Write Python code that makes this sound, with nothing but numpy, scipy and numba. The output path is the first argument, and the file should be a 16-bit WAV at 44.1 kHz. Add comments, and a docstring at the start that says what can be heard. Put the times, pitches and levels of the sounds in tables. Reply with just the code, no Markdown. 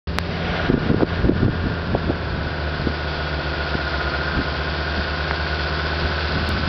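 """In deep snow, at the open side window of a five-cylinder diesel off-roader that drones along.
The periodic firing gives an exhaust hum, which beats against the tone of a truck ahead.
Knocks excite the modes of the engine block, the gears whine faintly and chained tyres spray snow.
Turbulent air rushes past the window frame and buffets the microphone, whose limiter ducks the rest.
A few sharp ticks and two faint, very high clicks are also heard."""
import sys
import numpy as np
from scipy import signal
from scipy.fft import rfft, irfft
from scipy.io import wavfile
from scipy.ndimage import uniform_filter1d
from numba import njit

SR = 44100
rng = np.random.default_rng(int(sys.argv[2]) if len(sys.argv) > 2 else 0)


def transcribe(signal):
    """Save signal, clipped to [-1, 1], as a 16-bit WAV file at the path in sys.argv[1]."""
    frames = np.atleast_2d(signal).T
    limited = np.clip(frames, -1, 1)
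    pcm = np.round(limited * 32767).astype(np.int16)
    wavfile.write(sys.argv[1], SR, pcm)


N = 294588
TIME = np.arange(N) / SR


def undb(db):
    """Decibels to amplitude ratio."""
    return 10 ** (np.asarray(db) / 20)


def unit(x):
    """Normalisation to rms 1."""
    return x / np.sqrt(np.mean(x ** 2))


def curve(table):
    """Linear interpolation of (time_s, value) points at every sample."""
    return np.interp(TIME, *np.transpose(table))


def colour(x, spectrum):
    """Spectral shaping by (frequency_hz, gain_db) points, normalised to rms 1."""
    hz, db = np.transpose(spectrum)
    bins_hz = np.maximum(np.arange(N // 2 + 1) * SR / N, 1)
    gain = undb(np.interp(np.log(bins_hz), np.log(hz), db))
    return unit(irfft(rfft(x) * gain, N))


def resonate(x, hz, width_hz):
    """A damped resonator with gain 1 at its centre."""
    return signal.lfilter(*signal.iirpeak(hz, hz / width_hz, fs=SR), x)


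def wander(rate_hz):
    """Random modulation: smoothed steps with rms 1."""
    hold = max(int(SR / rate_hz), 1)
    steps = np.repeat(rng.standard_normal(N // hold + 1), hold)[:N]
    return unit(uniform_filter1d(uniform_filter1d(steps, hold), hold))


def swell(peak_s, rise_s, fall_s):
    """A Gaussian envelope of height 1 with separate widths for its rise and fall."""
    width_s = np.where(TIME < peak_s, rise_s, fall_s)
    return np.exp(-np.minimum(((TIME - peak_s) / width_s) ** 2, 40))


def swing(centre_s, hz, spread_rad=0.93):
    """A rarefaction and a compression with peak 1; a wider spread adds overshoot."""
    phase = np.clip(2 * np.pi * hz * (TIME - centre_s), -20, 20)
    wave = np.sin(phase) * np.exp(-(phase / spread_rad) ** 2 / 2)
    return wave / wave.max()


def exhaust(cycle, waver_db=1.5, upper_db=-3):
    """Harmonic series: a strong firing tone, and weaker lines from the unequal cylinders."""
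    # exhaust lines, the firing tone first: cycle_multiple, relative_db
    harmonics = [(5, 0.0), (9, -13.5), (10, -7.5), (11, -14.5), (13, -22), (16, -19), (20, -16.5),
                 (23, -13.5), (25, -16), (26, -15), (28, -19.5), (30, -16.5), (31, -26), (34, -15),
                 (42, -22), (43, -23.5), (44, -25), (46, -15)]
    # silencer response for the upper lines: frequency_hz, gain_db
    silencer = [(100, -2.5), (145, -1), (168, 2.5), (200, -1.5), (360, -2), (715, -0.5), (770, -14.5),
                (1200, -33)]
    # firing tone, following the throttle: time_s, level_db
    hum_levels = [(0, -30), (1.4, -26.5), (2.3, -29.5), (3.1, -29.5), (4.1, -30), (5.9, -27.5),
                  (6.68, -26.5)]
    level_db = curve(hum_levels)
    (firing, _), *upper = harmonics
    hum = np.sqrt(2) * np.cos(2 * np.pi * firing * cycle) * undb(level_db + 0.72 * wander(11))
    lines = sum(undb(db + waver_db * wander(6)) * np.cos(2 * np.pi * (multiple * cycle + rng.random()))
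                for multiple, db in upper)
    return hum + colour(lines, silencer) * undb(upper_db + level_db.mean())


def rattle(cycle, repeat_share, points=2048):
    """Partly periodic contact noise: a share of its power recurs on every engine cycle."""
    pattern = np.interp(cycle % 1 * points, np.arange(points), rng.standard_normal(points))
    return np.sqrt(repeat_share) * unit(pattern) + np.sqrt(1 - repeat_share) * rng.standard_normal(N)


def clatter(cycle, cylinders=5):
    """Impact noise: each firing shakes the engine bay, and the valves seat twice as often."""
    # clatter spectrum: frequency_hz, gain_db
    spectrum = [(90, -28), (170, -4), (260, -4), (380, -1), (660, -2), (800, -9), (1200, -7), (1600, -4.5),
                (2100, -15.5), (3400, -17), (6000, -35.5)]
    since_firing = (cycle * cylinders + 0.1) % 1
    since_valve = (2 * cycle * cylinders + 0.7) % 1
    bursts = 0.98 + 0.45 * np.exp(-since_firing / 0.2) + 0.7 * np.exp(-since_valve / 1.2)
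    return colour(bursts * rattle(cycle, repeat_share=0.58), spectrum)


def block(cycle, glide_hz=25, scatter_db=1.3, grit=0.06, contact_cycles=0.012):
    """Modal ringing: injection and valve knocks at fixed crank angles excite the engine block."""
    # knocks within one engine cycle: cycle_fraction, force_db
    knocks = [(.021, -9.5), (.073, -4.5), (.094, -2.5), (.177, -2), (.239, -4.5), (.322, -11), (.503, -10),
              (.678, -4), (.792, -10), (.876, -5)]
    # modes of the block: frequency_hz, width_hz, gain_db
    modes = [(1458, 115, 7.5), (1600, 81, -11.5), (1035, 32, -3.5), (700, 31, 8), (385, 29, 9.5),
             (3370, 65, 0.5)]
    turn = np.floor(cycle).astype(int)
    blows, contact = np.zeros(N), np.zeros(N)
    for place, db in knocks:
        force = undb(db + scatter_db * rng.standard_normal(turn[-1] + 1))[turn]
        since_knock = (cycle - place) % 1
        blows += force * (np.diff(since_knock, prepend=0) < -0.5)
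        contact += force * np.exp(-since_knock / contact_cycles)
    push = blows + grit * contact * rattle(cycle, repeat_share=0.79)
    # the casing takes a moment to pass each knock on, which rounds its attack
    push = resonate(push, hz=1466, width_hz=670)
    ring = sum(undb(db) * resonate(push, hz, width_hz) for hz, width_hz, db in modes)
    # the pitch slides up through the hardest knocks: a chirp, glide_hz either side of the first mode
    slide = glide_hz / modes[0][0] * np.sin(2 * np.pi * (cycle - 0.14))
    return unit(np.interp(TIME + np.cumsum(slide) / SR, TIME, ring))


def gears(cycle, waver_db=3.0, slip_periods=0.2):
    """Meshing tones locked to the crank; play in the drive modulates their amplitude and phase."""
    # timing gears and belt drives: cycle_multiple, level_against_ring_db
    whines = [(69, -16), (85, -18.5), (105, -14.5), (224, -22.5)]
    sound = np.zeros(N)
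    for multiple, db in whines:
        amplitude = np.sqrt(2) * undb(db + waver_db * wander(5))
        sound += amplitude * np.sin(2 * np.pi * (multiple * cycle + slip_periods * wander(11)))
    return sound


def engine(cycle, mean_clatter_db=-30.5, clatter_db_per_db=0.28):
    """Superposition of exhaust, clatter, block and gears; the last three grow with the load."""
    # engine load, heard as the ring of the block: time_s, level_db
    load = [(0, -55.5), (.3, -48.5), (.62, -30), (.8, -36), (2.0, -36.5), (3.4, -33), (4.1, -28),
            (4.55, -32.5), (5.9, -29.5), (6.68, -30.5)]
    load_db = curve(load)
    clatter_db = mean_clatter_db + clatter_db_per_db * (load_db - load_db.mean())
    drone = exhaust(cycle) + clatter(cycle) * undb(clatter_db)
    return drone + (block(cycle) + gears(cycle)) * undb(load_db)


def truck(waver_db=3.8):
    """Propagation over snow: only the firing tone of the truck ahead carries, wavering on the way."""
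    # its firing rate: time_s, pitch_hz
    pitches = [(0, 67.73), (1.8, 68.41), (2.6, 72.41), (3.2, 68.13), (4.0, 64.7), (6.68, 68.27)]
    # how well its drone carries: time_s, level_db
    levels = [(0, -32), (.7, -50.5), (2.6, -40), (4.6, -36), (6.68, -44)]
    amplitude = np.sqrt(2) * undb(curve(levels) + waver_db * wander(4.3))
    return amplitude * np.sin(2 * np.pi * np.cumsum(curve(pitches)) / SR)


def spray(cycle, grain_db=1.1, flutter_db=0.5, throb=0.15, cylinders=5):
    """Amplitude-modulated noise: snow grains thrown by the chained tyres, mixed with engine hiss."""
    # hiss spectrum: frequency_hz, gain_db
    spectrum = [(200, -12), (600, 4), (1700, 3), (2100, 0), (2600, 3), (3000, 0), (3400, 2.5), (3900, 0),
                (4400, 3), (5000, 0.5), (5500, -10.5), (6000, -24)]
    # snow thrown by the tyres: time_s, level_db
    levels = [(0, -38.5), (2.2, -39), (3.2, -33), (6.68, -29.5)]
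    grains = rng.standard_normal(N) * undb(grain_db * wander(1500) + flutter_db * wander(33))
    # the hiss throbs with each firing and once a cycle
    pulse = throb * np.cos(2 * np.pi * (cylinders * cycle + 0.51)) - 0.11 * np.cos(2 * np.pi * cycle)
    return colour(grains * (1 + pulse), spectrum) * undb(curve(levels))


def airflow():
    """Turbulence amplitude at the microphone: breeze and gusts are incoherent, so their powers add."""
    # steady flow: time_s, level_db
    breeze = [(0, -32), (2.2, -32), (3.2, -38.5), (6.68, -42.5)]
    # gusts: peak_s, half_length_s, level_db
    gusts = [(0.756, 0.14, -22), (0.935, .05, -18), (1.045, 0.03, -18), (1.289, 0.081, -16.5),
             (1.466, 0.051, -14), (1.66, 0.046, -24.5), (1.943, .03, -23), (2.073, 0.059, -27),
             (2.344, 0.11, -28.5), (2.842, 0.063, -26), (4.381, .04, -21.5), (4.992, .03, -28.5),
             (6.048, 0.061, -29), (6.518, 0.2, -25.5)]
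    gust_power = sum((undb(db) * swell(peak_s, half_s, half_s)) ** 2 for peak_s, half_s, db in gusts)
    return np.sqrt(undb(curve(breeze)) ** 2 + gust_power)


def wind_rumble(flow, flutter_db=3):
    """Turbulent pressure fluctuations on the microphone, strongest at low frequencies."""
    # turbulence spectrum: frequency_hz, gain_db
    spectrum = [(15, -15.5), (30, -2.5), (60, 0.5), (120, 0), (250, -7), (400, -14.5), (700, -26),
                (1500, -36.5), (4000, -68)]
    return flow * colour(rng.standard_normal(N) * undb(flutter_db * wander(45)), spectrum)


def window_rush(flutter_db=1.1, floor_db=-51, fall_s=0.045):
    """Flow noise round the window frame: a faint floor, with surges that build and then die fast."""
    # spectrum of the rushing air: frequency_hz, gain_db
    spectrum = [(150, -10.5), (400, 1), (700, 6.5), (1050, -7), (1550, -2), (2050, -1.5), (2500, -4),
                (3500, -6.5), (6000, -23.5)]
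    # surges: peak_s, rise_s, level_db
    surges = [(.66, 0.39, -28), (.87, .05, -33), (1.19, 0.14, -35)]
    rush = colour(rng.standard_normal(N) * undb(flutter_db * wander(40)), spectrum)
    surging = sum(undb(db) * swell(peak_s, rise_s, fall_s) for peak_s, rise_s, db in surges)
    return rush * (undb(floor_db) + surging)


def eddies(flow, rate_per_s=60, pitch_hz=174, above_flow_db=3.5, scatter_db=2.5):
    """A Poisson process: small eddies arrive at random, with pressure swings that scale with the flow."""
    arrivals = rng.random(N) < rate_per_s / SR
    sizes = flow * undb(above_flow_db + scatter_db * rng.standard_normal(N))
    pulse = swing(TIME[N // 2], pitch_hz, spread_rad=1.9)
    return signal.fftconvolve(arrivals * sizes, pulse, mode="same")


def ticks():
    """Impulsive transients: a few sharp ticks, one pressure swing each."""
    # ticks: time_s, peak_db, pitch_hz
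    taps = [(0.186, 1, 1260), (.1861, 19, 3250), (5.3109, -5, 900)]
    return sum(undb(db) * swing(time_s, hz) for time_s, db, hz in taps)


def high_clicks(pitch_hz=5800):
    """Two brief, faint, very high clicks; so short a pulse has a broad spectrum."""
    # clicks: time_s, peak_db
    clicks = [(.186, -15.5), (6.4914, -19)]
    return sum(undb(db) * swing(time_s, pitch_hz) for time_s, db in clicks)


def buffets(wake_s=0.01, wake_db=-16.0, swing_db=-2.0):
    """Vortex impact: each big eddy thumps the microphone with a pressure swing in a churning wake."""
    # big eddies: time_s, relative_db, pitch_hz
    thumps = [(.702, -0.5, 253), (0.743, -.5, 267), (0.779, -6.5, 244), (0.903, -3.5, 170),
              (0.916, -2.5, 250), (0.946, -1.5, 262), (1.008, -9, 700), (1.024, -6, 450), (1.034, 3, 290),
              (1.245, -7.5, 255), (1.297, 3.5, 288), (1.319, -4, 208), (1.432, -2, 224), (1.483, -2, 290),
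              (1.951, -4.5, 530), (2.1, -8.5, 239), (2.108, -8, 450), (2.872, -7.5, 260), (3.753, -10, 196),
              (4.392, -12, 200)]
    swings = sum(undb(db) * swing(time_s, hz, spread_rad=1.72) for time_s, db, hz in thumps)
    wakes = sum(undb(db) * np.exp(-np.minimum(np.abs(TIME - time_s) / wake_s, 20))
                for time_s, db, _ in thumps)
    churn = resonate(rng.standard_normal(N), hz=310, width_hz=180)
    churn = unit(resonate(churn, hz=340, width_hz=350))
    return undb(swing_db) * swings + undb(wake_db) * wakes * churn


def scene(cylinders=5):
    """Superposition at the side window: the engine, the truck ahead, snow, wind and ticks."""
    # engine speed, sagging as the snow deepens and then partly recovering: time_s, firing_hz
    firing_rates = [(0, 86.07), (0.5, 84.63), (1.6, 84.45), (2.4, 76.49), (3.0, 75.36), (4.1, 73.84),
                    (4.6, 75.27), (5.7, 76.57), (6.68, 78.48)]
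    cycle = np.cumsum(curve(firing_rates)) / SR / cylinders  # four-stroke cycles elapsed
    flow = airflow()
    snow = spray(cycle)
    vehicles = engine(cycle) + truck()
    wind = wind_rumble(flow) + window_rush() + eddies(flow) + buffets()
    return (vehicles + snow + wind + ticks())[None]


@njit
def follow(rectified, attack_s, release_s):
    """Envelope detection with separate time constants for rise and fall."""
    envelope, level = np.empty(len(rectified)), 0.
    for i in range(len(rectified)):
        lag_s = attack_s if rectified[i] > level else release_s
        level += (rectified[i] - level) / (lag_s * SR)
        envelope[i] = level
    return envelope


def lowpass(x, hz):
    """An elliptic filter with a steep cut above hz."""
    return signal.sosfilt(signal.ellip(8, 0.2, 80, hz, fs=SR, output="sos"), x)


def record(dry, attack_s=0.0045, release_s=0.046, threshold_db=-13, start_s=0.0715):
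    """Limiting, clipping and a treble cut, after a moment of silence; two high clicks are also heard."""
    envelope = follow(np.abs(dry[0]), attack_s, release_s)
    gain = undb(threshold_db) / np.maximum(envelope, undb(threshold_db))
    clipped = np.clip(dry * gain, -0.7, 0.7)
    sound = lowpass(clipped * (TIME > start_s), hz=5750)
    return lowpass(sound + high_clicks(), hz=16000)


dry = scene()
out = record(dry)
transcribe(out)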